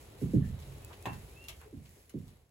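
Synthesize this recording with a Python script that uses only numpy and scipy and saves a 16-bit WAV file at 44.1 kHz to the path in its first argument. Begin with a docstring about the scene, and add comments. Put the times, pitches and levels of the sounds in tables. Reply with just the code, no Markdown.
"""Inside a barn, on a wooden floor strewn with shavings, goats are walking about. Their soft thuds run
through the boards as bending waves, treble first and bass last, and leave the floor booming; a hoof
knocks sharply on wood. Bedding rustles, scuffs and snaps, and single straws tick close to the microphone.
A thin rising whistle, probably a bird outside, sounds over a quiet hiss."""
import sys
import numpy as np
from scipy import signal
from scipy.fft import rfft, irfft
from scipy.io import wavfile

SR = 44100
rng = np.random.default_rng(int(sys.argv[2]) if len(sys.argv) > 2 else 0)


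def transcribe(signal):
    """Save signal, clipped to [-1, 1], as a 16-bit WAV file at the path in sys.argv[1]."""
    frames = np.atleast_2d(signal).T
    limited = np.clip(frames, -1, 1)
    pcm = np.round(limited * 32767).astype(np.int16)
    wavfile.write(sys.argv[1], SR, pcm)


N = 110250
T = np.arange(N) / SR
HZ = np.maximum(np.arange(N + 1) * SR / (2 * N), 1)  # bins of an FFT padded to 2 N


def undb(db):
    """Decibels to gain."""
    return 10 ** (np.asarray(db) / 20)


def filt(x, gain):
    """Apply a frequency response given on HZ."""
    return irfft(rfft(x, 2 * N) * gain)[..., :N]


def lowpass(hz, order=3):
    """Response of a causal low-pass."""
    return signal.freqs(*signal.butter(order, 1, analog=True), HZ / hz)[1]


def highpass(hz):
    """Gain of a gentle high-pass, one half at hz."""
    return HZ ** 2 / (HZ ** 2 + hz ** 2)


def delay(s):
    """Response of a delay."""
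    return np.exp(-2j * np.pi * HZ * s)


def colour(x, spectrum):
    """Give white noise a spectrum and keep its power."""
    hz, db = np.array(spectrum).T
    gain = undb(np.interp(np.log(HZ), np.log(hz), db))
    return filt(x, gain / np.sqrt(np.mean(gain ** 2)))


def noise(wide_hz=556):
    """Diffuse stereo noise, alike on both sides in the bass."""
    mid, side = rng.standard_normal((2, N))
    apart = highpass(wide_hz) / 2
    return filt(mid, np.sqrt(1 - apart)) + np.array([[1], [-1]]) * filt(side, np.sqrt(apart))


def fade(t60, start=0):
    """Exponential decay that falls 60 dB in t60 seconds from its start."""
    return np.exp(-np.log(1000) * np.maximum(T - start, 0) / t60) * (T >= start)


def bursts(events, t60):
    """Noise that jumps up at each event and dies away."""
    return noise() * sum(undb(db) * fade(t60, s) for s, db in events)


def ring(modes):
    """Impulse response of a table of modes."""
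    return sum(undb(db) * fade(t60) * np.sin(2 * np.pi * hz * T) for hz, db, t60 in modes)


def tail(bands):
    """Frequency response of dense ringing: noise that dies away band by band."""
    wash, centres = noise(), np.log([row[0] for row in bands])
    shares = [np.interp(np.log(HZ), centres, row) for row in np.eye(len(bands))]
    ringing = sum(undb(db) * filt(wash, share) * fade(t60) for share, (_, db, t60) in zip(shares, bands))
    return rfft(ringing, 2 * N)


def barn(x, wet_db):
    """The direct sound reaches the microphone, then the barn's short reverberation."""
    # reverberation bands (frequency [Hz], relative level [dB], t60 [s])
    bands = [(297, 7, 0.24), (960, 7, 0.21), (3240, 0.5, 0.17), (8000, 2, 0.1), (16700, -4, .12)]
    return filt(x, 1 + undb(wet_db) * tail(bands) * delay(.004))


def air():
    """Low, dull room tone of the open barn."""
    # room tone spectrum (frequency [Hz], relative level [dB])
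    spectrum = [(20, -32), (40, -3), (65, 5), (100, 2), (200, -12.5), (420, -7.5), (600, -13.5),
                (1000, -18.5), (1600, -25), (4000, -25.5), (16000, -83)]
    # drift of the room tone (time [s], level [dB])
    levels = [(0, -53.5), (.7, -51.5), (1.35, -53.5), (1.68, -59.5), (2.05, -64.5), (2.33, -60), (2.5, -72)]
    return colour(noise(), spectrum) * undb(np.interp(T, *np.array(levels).T))


def whistles():
    """Probably a bird outside: near-pure notes that swell as they rise and level off."""
    # notes (start [s], length [s], start pitch [Hz], end pitch [Hz], level [dB])
    notes = [(.76, .12, 2500, 2580, -67), (.98, .165, 2300, 2720, -55), (1.285, .19, 2150, 2770, -56)]
    out = 0
    for s, length, from_hz, to_hz, db in notes:
        progress = np.clip((T - s) / length, 0, 1)
        hz = to_hz + (from_hz - to_hz) * (1 - progress) ** 2.4
        swell = np.interp(progress, [0, .08, .38, .46, .74, .92, 1], [0, .15, .2, .85, 1, .7, 0])
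        out += undb(db) * swell * np.sin(2 * np.pi * np.cumsum(hz) / SR)
    return out


def rustle(grains_per_s=400, grain_db=-5.5):
    """Hiss with the fine grain of trodden shavings."""
    # spectrum of the shavings (frequency [Hz], relative level [dB])
    spectrum = [(800, -16), (2000, 0), (3500, -7), (5300, -5), (7000, -4.5), (9300, -0.5), (12000, -4),
                (15500, -8.5)]
    # rise and fall of the rustle (time [s], relative level [dB])
    levels = [(0, -65.5), (.17, -70), (.22, -61.5), (.29, -67.5), (.34, -64), (.42, -72), (.46, -65.5),
              (.57, -71), (.61, -65.5), (.9, -67.5), (1.0, -68), (1.15, -64.5), (1.4, -69), (1.6, -67.5),
              (1.71, -75.5), (1.82, -73), (1.88, -70), (1.97, -69), (2.13, -76.5), (2.28, -72.5),
              (2.5, -85.5)]
    grains = (rng.random(N) < grains_per_s / SR) * rng.standard_normal((2, N))
    grains *= undb(np.minimum(rng.exponential(size=N), 4))
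    texture = noise() + undb(grain_db) * grains / grains.std()
    return colour(texture, spectrum) * undb(4.5 + np.interp(T, *np.array(levels).T))


def ticks():
    """Dry straws close to the microphone give very short, high ticks."""
    # single straws (time [s], relative level [dB])
    straws = [(.848, -31.5), (1.026, -38), (1.893, -40.5), (2.098, -43)]
    return filt(bursts(straws, t60=.0035), highpass(6000))


def scuffs():
    """Dragged hooves make swells of friction noise, dull on bare wood and bright in the shavings."""
    # drags (start [s], length [s], level [dB], centre [Hz], width [Hz])
    drags = [(0.404, 0.11, -60, 1780, 200), (0.618, 0.026, -58, 3400, 2500),
             (0.894, 0.067, -54.5, 880, 900), (.925, 0.031, -56, 2960, 1800),
             (1.594, 0.081, -59, 1430, 1400), (1.644, 0.084, -56, 440, 150),
             (1.849, 0.04, -61.5, 2900, 5000), (1.947, 0.081, -61, 390, 293), (2.29, 0.16, -84, 490, 490)]
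    out, friction = 0, noise()
    for s, length, db, hz, width_hz in drags:
        band = 1 / (1 + ((HZ ** 2 - hz ** 2) / (HZ * width_hz)) ** 2)
        swell = np.interp((T - s) / length, [0, .28, 1], [0, 1, 0])
        out += undb(db) * swell * filt(friction, band / np.sqrt(np.mean(band ** 2)))
    return out


def snaps():
    """Single stalks and shavings break under a hoof in short bright bursts."""
    # breaking stalks (time [s], relative level [dB])
    breaks = [(0.239, -29), (0.591, -19), (.623, -26), (0.932, -16.5), (1.057, -5.5), (1.133, -13),
              (1.441, -14.5), (1.4843, -1), (1.486, -10), (1.494, -36), (1.5, -15), (1.565, -37),
              (2.095, -15), (2.188, -22.5), (2.28, -19.5)]
    # spectrum of a snap (frequency [Hz], relative level [dB])
    spectrum = [(500, -10), (1500, -7), (3000, 2), (5000, -1.5), (8000, -3.5), (12000, -2.5), (16000, -3.5)]
    return undb(-34.5) * colour(bursts(breaks, t60=.013), spectrum)


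def knocks(plank_db=-45, crack_db=-31, detune=.025):
    """Hoof blows crack and ring a plank, each a little differently; a harder contact is brighter."""
    # hoof on wood (time [s], relative level [dB], contact cut-off [Hz])
    blows = [(1.056, 3.5, 3750), (1.062, 0, 1470), (1.069, 2, 1340), (1.114, -19, 3000),
             (1.615, -22.5, 2640), (1.624, -19.5, 1210)]
    # plank modes (frequency [Hz], relative level [dB], t60 [s])
    plank = [(644, -16, 0.29), (779, -7, 0.29), (775, -34, .14), (840, -7.5, .13), (850, -2.5, 0.079),
             (1031, 4, 0.12), (1582, -12, 0.24), (1815, 1.5, 0.07), (2490, -6, 0.04), (2683, -8, 0.36),
             (3410, -2.5, .05)]
    # bands of the splintery crack (frequency [Hz], relative level [dB], t60 [s])
    crack_bands = [(300, -32, .12), (577, -2, 0.066), (850, 7, 0.11), (1240, -12, 0.36), (1870, -5.5, 0.27),
                   (3280, -5, 0.098), (5800, -31, 0.033), (12000, -8, .02)]
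    out = 0
    for s, db, contact_hz in blows:
        modes = [(hz * (1 + detune * rng.uniform(-.83, 1)), level, t60) for hz, level, t60 in plank]
        crack = irfft(tail(crack_bands))[:, :N]
        wood = undb(plank_db) * ring(modes) + undb(crack_db) * crack
        out += filt(wood, undb(db) * delay(s) * lowpass(contact_hz, order=2))
    return out


def thuds(wave_db=15, timber_db=-2, front_hz=450, pan_db=-3.5):
    """Soft steps spread as bending waves, return from the floor's edges and ring its modes and timber."""
    # hoof falls (time [s], relative level [dB], contact cut-off [Hz], floor boom [dB])
    steps = [(.216, 0, 346, -4), (.336, 7.5, 353, 2.5), (0.499, -25.5, 152.5, 24), (.66, -12.5, 129, 4.5),
             (.735, -19, 143, -3), (1.06, -7, 333, 0.5), (1.49, -19, 73, 14), (1.727, -12, 298, -3),
             (2.141, -9.5, 398, 0)]
    # returns from the floor's edges (delay [s], gain [dB], cut-off [Hz])
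    returns = [(.033, -6, 220)]
    # floor modes (frequency [Hz], relative level [dB], t60 [s])
    floor_modes = [(77.86, -45.5, 0.9), (135, -35, 0.47), (174, -71, 0.18), (193, -46.5, 0.39),
                   (213.7, -46, 0.21), (254.6, -39, 0.27)]
    # dense ringing of the barn's timber (frequency [Hz], relative level [dB], t60 [s])
    timber_bands = [(40.5, -15, 1), (63.5, -15, 1), (122, -6.5, 0.52), (181, -4.5, 0.41), (324, -5.5, 0.18),
                    (540, -17, 0.24), (930, -12, 0.12)]
    # bending waves travel as the root of frequency; all above front_hz arrive together
    lag_s = .026 * np.maximum(np.sqrt(100 / HZ) - np.sqrt(100 / front_hz), 0)
    bending = np.exp(-2j * np.pi * np.cumsum(lag_s) * SR / (2 * N))
    radiation = highpass(157)  # the boards radiate little bass
    paths = 1 + sum(undb(db) * delay(s) * abs(lowpass(hz)) for s, db, hz in returns)
    wave = undb(wave_db) * radiation * paths * abs(lowpass(front_hz))
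    boom = rfft(ring(floor_modes), 2 * N)
    spectrum = 0
    for s, db, contact_hz, boom_db in steps:
        body = wave + undb(boom_db) * boom + undb(timber_db) * tail(timber_bands)
        spectrum += undb(db) * delay(s) * lowpass(contact_hz, order=4) * bending * body
    bedding = abs(lowpass(700, order=6))  # muffles every step
    balance = undb([[pan_db / 2], [-pan_db / 2]])  # a little to the right
    return irfft(spectrum * bedding)[:, :N] * balance


def scene():
    """The barn from the microphone's position: background, bedding and hooves."""
    background = air() + barn(whistles(), wet_db=-34)
    bedding = rustle() + ticks() + scuffs() + barn(snaps(), wet_db=-26)
    hooves = barn(knocks(), wet_db=-37) + thuds()
    return background + bedding + hooves


def record(dry, low_cut_hz=45, crossover_hz=7000, lag_s=.000221, top_hz=15800):
    """Stereo pickup, cut at both ends; the left's high treble is mostly the right's, late and inverted."""
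    left, right = signal.sosfilt(signal.butter(3, low_cut_hz, "high", fs=SR, output="sos"), dry)
    bleed = .99 * np.sqrt(np.clip(1 - abs(lowpass(crossover_hz, order=8)) ** 2, 0, 1))
    left = filt(left, np.sqrt(1 - bleed ** 2)) - filt(right, bleed * delay(lag_s))
    top_cut = signal.ellip(10, .2, 70, top_hz, fs=SR, output="sos")
    return signal.sosfilt(top_cut, np.array([left, right]))


dry = scene()
out = record(dry)
transcribe(out)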